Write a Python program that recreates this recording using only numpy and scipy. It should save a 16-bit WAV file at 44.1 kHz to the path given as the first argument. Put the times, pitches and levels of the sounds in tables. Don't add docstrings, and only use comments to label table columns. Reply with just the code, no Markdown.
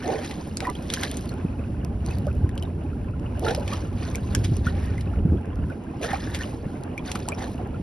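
import sys
import numpy as np
from scipy import signal
from scipy.fft import rfft, irfft, next_fast_len
from scipy.io import wavfile
from scipy.ndimage import uniform_filter1d

SR = 44100
rng = np.random.default_rng(int(sys.argv[2]) if len(sys.argv) > 2 else 0)


def inscribe(sig):
    pcm = np.round(np.clip(np.atleast_2d(sig).T, -1, 1) * 32767)
    wavfile.write(sys.argv[1], SR, pcm.astype(np.int16))


N = 344862

# start_s, length_s, churn_db, small_bubbles_db, spray_db, pitch_hz
WAVE_HITS = [(-.07, 0.33, -46.5, -44.5, -45.5, 1470), (0.038, .14, -25.5, -60, -87, 420),
             (0.598, 0.083, -34.5, -41.5, -48, 590), (0.908, 0.061, -50, -60, -43, 903),
             (1.024, 0.036, -35, -43, -38, 1420), (2.017, 0.15, -52, -62, -51, 855),
             (3.415, 0.12, -25.5, -34.5, -40.5, 456), (3.644, .16, -42, -48, -46.5, 710),
             (3.934, 0.21, -51.5, -51.5, -50, 890), (4.628, 0.088, -63, -44.5, -46.5, 1100),
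             (4.707, 0.3, -50.5, -58.5, -58.5, 1640), (6.003, 0.08, -32, -37.5, -39, 453),
             (6.078, 0.079, -33.5, -42.5, -46.5, 1285), (6.16, 0.24, -49.5, -50.5, -54.5, 1266),
             (6.38, 0.068, -52, -45.5, -46.5, 1900), (7.035, 0.081, -61, -49, -43.5, 1500),
             (7.35, 0.12, -38, -43.5, -46.5, 610)]
# hit_s, level_db, t60_s, colour_hz
SLAP_HITS = [(0.248, -27.5, 0.064, 2370), (.311, -28.5, 0.043, 2670), (0.571, -21, .014, 6260),
             (.605, -24, 0.012, 2600), (.902, -22, 0.017, 3790), (.938, -13, 0.017, 5200),
             (1.035, -13, 0.011, 3260), (1.171, -26.5, 0.027, 8100), (3.549, -25, .014, 3840),
             (3.679, -25, 0.025, 3350), (3.734, -26.5, 0.025, 3460), (4.156, -18.5, 0.0043, 8040),
             (4.35, -11, 0.007, 6820), (4.446, -27, 0.084, 3530), (5.01, -32.5, 0.02, 3900),
             (6.348, -24, 0.094, 3050), (7.117, -23, .018, 4680), (7.155, -26, 0.036, 2850),
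             (7.287, -17, 0.011, 7260)]
# frequency_hz, gain_db
SPRAY_EQ = [(900, -31), (1800, 6), (2700, 5), (4000, 4.5), (5300, 1.5), (6500, 2), (8000, -3), (10000, 3.5),
            (12000, -6)]

CALM_FIZZ_DB = -62
PATTER_DB = 3


def waves():
    glug_db, glide_octaves = 2.2, 0.48
    small_bubble_eq = [(600, -17), (1000, 2), (1500, 7.5), (2150, -2.5), (3500, -8.5)]  # frequency_hz, gain_db
    out, t = np.zeros((2, N)), np.arange(N) / SR
    gurgle = bubble_cloud(295.7, 3700, per_s=2800, cycles=21, rise=0.321, pitches=48)
    gurgle = stereo(gurgle + amp(-12) * noise_pair(), side=0.077)
    small = equalise(gurgle, small_bubble_eq)
    spray = stereo(equalise(fine_bubbles() + noise_pair(), SPRAY_EQ), side=0.067)
    spray = unit_rms(spray * amp(glug_db * wobble(size=90)))
    glugs = amp(glug_db * wobble(size=220))
    for start, length, churn_db, small_db, spray_db, hz in WAVE_HITS:
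        span = slice(max(int(start * SR), 0), int((start + 2 * length) * SR))
        age = np.maximum(t[span] - start, 0) / length
        sweep_hz = hz * 2 ** (glide_octaves * (age - .5))
        large = levelled(swept_band(gurgle[:, span], sweep_hz, half_width_hz=0.65 * hz), size=1500)
        splash = amp(spray_db) * spray[:, span] + amp(small_db) * small[:, span]
        fold = (1 - np.exp(-age / 0.15)) * np.exp(-age ** 2.4)
        throw = (1 - np.exp(-(age / 0.36) ** 2)) * np.exp(-(age / 0.86) ** 3.7)
        out[:, span] += amp(churn_db + 1) * fold * large + amp(5) * throw * splash
    return out * glugs


def plops():
    # start_s, pitch_hz, level_db, ring_cycles, rise_share
    big_bubbles = [(0.652, 1840, -24.5, 45, 0.24), (0.67, 1012, -17, 55, -0.064),
                   (.752, 2930, -30, 38, 0.45), (0.973, 1615, -23, 21, 0), (1.033, 1610, -11.5, 8, 1),
                   (1.292, 4370, -31, 48, -0.12), (2.109, 2550, -29, 36, 0.031),
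                   (2.268, 560, -19, 18, 0.18), (2.492, 1710, -25.5, 9.2, 0.034),
                   (2.578, 2920, -23.5, 12, 0.16), (2.625, 2970, -28.5, 35, 0.1),
                   (3.464, 1353, -25, 79, 0.13), (3.576, 510, -19, 17.5, 0.74),
                   (3.726, 1125, -25.5, 43, 0.4), (4.149, 2140, -26, 40, 0.54),
                   (4.348, 1516, -21.5, 24, 0.33), (4.667, 1297, -19.5, 33, 0.45),
                   (4.98, 1970, -30.5, 34, 0.25), (5.7, 1464, -33, 41, 0.067), (6.132, 734, -18, 28, 0.36),
                   (6.434, 2750, -30, 50, 0.36), (6.978, 2290, -24, 29, 0.13),
                   (7.156, 1140, -12.5, 5.3, 0.36), (7.280, 745, -24.5, 32, 1.35),
                   (7.32, 2295, -28.5, 68, 0.27)]
    shed_db, shed_octaves, shed_within_s = -14, 1.6, .03
    out = np.zeros((2, N))
    for (start, hz, db, cycles, rise), pan_db in zip(big_bubbles, rng.uniform(-1, 1, len(big_bubbles))):
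        gain = amp(db + pan_db * np.array([[1], [-1]]))
        ring = bubble(hz, cycles / hz, rise)
        ring *= amp(2.2 * wobble(size=70, count=len(ring)))
        t = np.arange(len(ring)) / SR
        tick_db = -10.5 + 5.5 * np.log2(hz / 1960)
        tick = amp(tick_db) * rng.standard_normal(len(t)) * np.exp(-t / 0.0019)
        add(out, start, gain * (ring + tick))
        for late, smaller in rng.random((2, 2)):
            shed_hz = hz * 2 ** (shed_octaves * smaller)
            shed = bubble(shed_hz, cycles / shed_hz, rise / 2)
            add(out, start + shed_within_s * late, gain * amp(shed_db) * shed)
    return out


def slaps():
    out, t = np.zeros((2, N)), np.arange(-600, 3500) / SR
    for hit, db, t60, hz in SLAP_HITS:
        clumps = amp(PATTER_DB * wobble(size=40, count=len(t)))
        droplets = noise_pair(len(t)) * amp(0.44 * rng.standard_normal(len(t)))
        band = signal.butter(1, [hz / 1.9, min(hz * 1.33, SR / 2.5)], "band", fs=SR)
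        patter = stereo(signal.lfilter(*band, droplets), side=0.2)
        envelope = np.exp(-np.log(1000) * np.maximum(t, -2.6 * t) / t60)
        crack = np.exp(-((t - .0005) / 0.00029) ** 2)
        add(out, hit + t[0], amp(db - 6) * patter * (envelope * clumps + crack))
    return out


def bubble(hz, t60, rise):
    t = np.arange(int(t60 * SR) + 8) / SR
    turns = hz * (t + rise * t ** 2 / (2 * t60))
    attack = 1 - np.exp(-.7 * hz * t)
    decay = np.exp(-np.log(1000) * (t / t60) ** 1.64)
    return np.sin(2 * np.pi * turns) * decay * attack


def bubble_cloud(low_hz, high_hz, per_s, cycles, rise, pitches):
    spread_db, candidates = 4, 3000
    birth_chance = 2 * per_s * N / SR / pitches / candidates
    out = np.zeros((2, N))
    for hz in np.geomspace(low_hz, high_hz, pitches):
        ring = bubble(hz, cycles / hz * rng.uniform(0.17, 3.07), rise * rng.uniform(0.33, 2.22))
        when, channel, size, draw = rng.random((4, candidates))
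        strength = amp(spread_db * np.minimum(-np.log(size), 4)) * rng.choice([-1, 1], candidates)
        births = np.zeros((2, N))
        births[(2 * channel).astype(int), (when * N).astype(int)] = strength * (draw < birth_chance)
        out += signal.oaconvolve(births, hz * ring[None], axes=1)[:, :N]
    return unit_rms(out)


def fine_bubbles():
    return bubble_cloud(1510, 6520, per_s=1800, cycles=14, rise=0.16, pitches=40)


def foam_envelope():
    rise_db_per_s, fade_db_per_s = 90, 40.5
    t, power = np.arange(N) / SR, np.ones(N)
    # peak_s, level_db
    patches = [(start + length, spray_db + 1.5 + 10 * np.log10(length))
               for start, length, _, _, spray_db, _ in WAVE_HITS]
    patches += [(hit, db - 18 + 10 * np.log10(t60)) for hit, db, t60, _ in SLAP_HITS]
    for peak, db in patches:
        below_peak_db = np.maximum(rise_db_per_s * (peak - t), fade_db_per_s * (t - peak))
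        power += amp(db - CALM_FIZZ_DB - below_peak_db) ** 2
    return np.sqrt(power)


def crackle(foam):
    # start_s, level_db
    loud_drops = [(.7, -20), (1.011, -23), (1.114, -20), (2.063, -26), (2.185, -29), (2.634, -31),
                  (1.848, -28), (3.395, -26), (4.568, -23), (6.836, -31.5)]
    calm_per_s, t60_s = 17, .006
    out, t = np.zeros((2, N)), np.arange(256) / SR
    births = np.flatnonzero(rng.random(N) < calm_per_s * foam / SR)
    faint_db = -55.5 + 17 * np.log10(foam)
    faint_drops = [(i / SR, faint_db[i] + 5 * min(rng.exponential(), 3)) for i in births]
    for start, db in list(loud_drops) + faint_drops:
        add(out, start, amp(db - 60 * t / t60_s) * rng.standard_normal(len(t)))
    return signal.lfilter(*signal.butter(1, [3800, 12000], "band", fs=SR), out)


def wind_and_low_lapping():
    # time_s, level_db
    wind_curve = [(0.0, -40.5), (2.41, -24), (2.44, -23.5), (2.52, -28.5), (4.2, -29), (4.4, -22.5),
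                  (5.07, -26), (5.339, -19), (5.441, -34), (5.64, -22.5), (5.772, -44), (6.29, -30),
                  (6.749, -37.5), (7.82, -31)]
    # centre_s, peak_db, pitch_hz
    thumps = [(1.451, -13.5, 149), (2.365, -22, 76), (2.445, -11, 98), (3.954, -19.5, 73),
              (4.378, -17, 90.5), (4.521, -9.5, 121), (4.67, -13.5, 134.3), (5.179, -14, 80),
              (5.257, -9, 159), (5.33, -32, 84), (6.664, -19.5, 140)]
    # frequency_hz, gain_db
    rumble_eq = [(15, -51), (30, -22), (48, -6.5), (85, 1), (120, -8.5), (200, -15.5), (400, -35.5),
                 (900, -79)]
    # frequency_hz, gain_db
    low_mid_eq = [(50, -9.5), (110, -5), (160, -2), (250, 1), (400, -9.5), (700, -27), (1500, -45),
                  (4000, -77)]
    gust_db, gust_power = -22.5, 3.4
    wind_db = np.interp(np.arange(N) / SR, *np.transpose(wind_curve))
    low_mid_gain = amp(-34.5) * np.hypot(1, amp(gust_power * (wind_db - gust_db)))
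    eddies, stir = np.zeros(N), np.ones(N)
    t = np.arange(-2205, 2205) / SR
    for centre, db, hz in thumps:
        swell = amp(db) * np.exp(-(t * hz / 0.8) ** 2)
        add(eddies, centre + t[0], swell * np.cos(2 * np.pi * (hz * t + rng.random())))
        add(stir, centre + t[0], 6 * swell)
    rumble = stereo(equalise(noise_pair(), rumble_eq), side=0.067)
    rumble = levelled(rumble, size=4500) / np.sqrt(stir)
    low_mids = stereo(equalise(noise_pair(), low_mid_eq), side=0.11) * amp(2.4 * wobble(size=700))
    return amp(wind_db - 0.56) * rumble + low_mid_gain * stir * levelled(low_mids, size=6000) + eddies


def water_bed(foam):
    # frequency_hz, gain_db
    wash_eq = [(150, -26), (330, 3.5), (520, 5), (750, -0.5), (1400, -7.5), (2100, -13.5), (2800, -13),
               (4000, -39), (9000, -40)]
    wash_gain, fizz_gain = amp(-43.5) * foam ** 0.23, amp(CALM_FIZZ_DB) * foam
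    bubbly = 1 - 1 / foam
    gurgle = bubble_cloud(300.2, 3215, per_s=800, cycles=14.6, rise=0.13, pitches=36)
    wash = equalise(amp(-7) * gurgle + noise_pair(), wash_eq) * amp(2.1 * wobble(size=1300))
    chatter = unit_rms(fine_bubbles() * amp(3 * wobble(size=2200)))
    fizz = equalise(bubbly * chatter + noise_pair(), SPRAY_EQ)
    fizz = unit_rms(fizz * amp(PATTER_DB * bubbly * wobble(size=130)))
    lulls = amp(1.8 * wobble(size=4000))
    return wash_gain * stereo(wash, side=0.58) + fizz_gain * lulls * stereo(fizz, side=0.067)


def hull_reflection(x):
    echoes_per_s, predelay_s, t60_s = 2000, .002, 0.058
    t = np.arange(6000) / SR
    taps = noise_pair(len(t)) * (rng.random((2, len(t))) < echoes_per_s / SR) * (t > predelay_s)
    taps = signal.lfilter(*signal.butter(1, 4000, fs=SR), taps * np.exp(-np.log(1000) * t / t60_s))
    return signal.oaconvolve(x, taps / np.linalg.norm(taps, axis=1, keepdims=True), axes=1)[:, :N]


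def amp(db):
    return 10 ** (np.asarray(db) / 20)


def unit_rms(x):
    return x / np.sqrt(np.mean(x ** 2) + 1e-20)


def noise_pair(count=N):
    return rng.standard_normal((2, count))


def wobble(size, count=N):
    return unit_rms(uniform_filter1d(uniform_filter1d(rng.standard_normal(count), size), size))


def add(mix, start_s, sound):
    part = mix[..., max(round(start_s * SR), 0):][..., :sound.shape[-1]]
    part += sound[..., :part.shape[-1]]


def curve_at(points, hz):
    point_hz, value = np.transpose(points)
    return np.interp(np.log(hz + 1), np.log(point_hz + 1), value)


def filtered(x, response):
    size = next_fast_len(N + 4096)
    return irfft(rfft(x, size) * response(np.fft.rfftfreq(size, 1 / SR)), size)[..., :N]


def equalise(x, eq):
    return unit_rms(filtered(x, lambda hz: amp(curve_at(eq, hz))))


def swept_band(x, hz, half_width_hz):
    carrier = np.exp(2j * np.pi * np.cumsum(hz) / SR)
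    return (carrier * signal.lfilter(*signal.butter(2, half_width_hz, fs=SR), x / carrier)).real


def stereo(pair, side):
    return unit_rms(pair[0] + side * np.array([[1], [-1]]) * pair[1])


def levelled(x, size):
    return x / np.sqrt(abs(uniform_filter1d((x ** 2).mean(0), size)) + 1e-9)


def scene():
    close_water = plops() + slaps() + waves()
    foam = foam_envelope()
    background = wind_and_low_lapping() + water_bed(foam)
    return background + close_water + amp(-12.5) * hull_reflection(close_water) + crackle(foam)


def record(dry):
    # frequency_hz, right_lag_rad
    port_phase = [(500, 0), (1900, .2), (2600, .8), (4400, .7), (5400, .1), (6600, 2.9), (8200, 3.35),
                  (9100, 5.5), (10000, 6.3), (12000, 7.4)]
    # frequency_hz, right_over_left_db
    port_balance = [(100, 0.5), (300, 1.75), (560, 5), (800, 2.5), (1500, 0)]
    cutoff_hz = 12000
    right = filtered(dry[1], lambda hz: np.exp(-1j * curve_at(port_phase, hz)))
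    split = np.array([[-.5], [.5]])
    pair = filtered(np.array([dry[0], right]), lambda hz: amp(split * curve_at(port_balance, hz)))
    low_pass = signal.firwin(201, cutoff_hz, window=("kaiser", 8), fs=SR)
    return signal.oaconvolve(pair, low_pass[None], "same")


dry = scene()
out = record(dry)
inscribe(out)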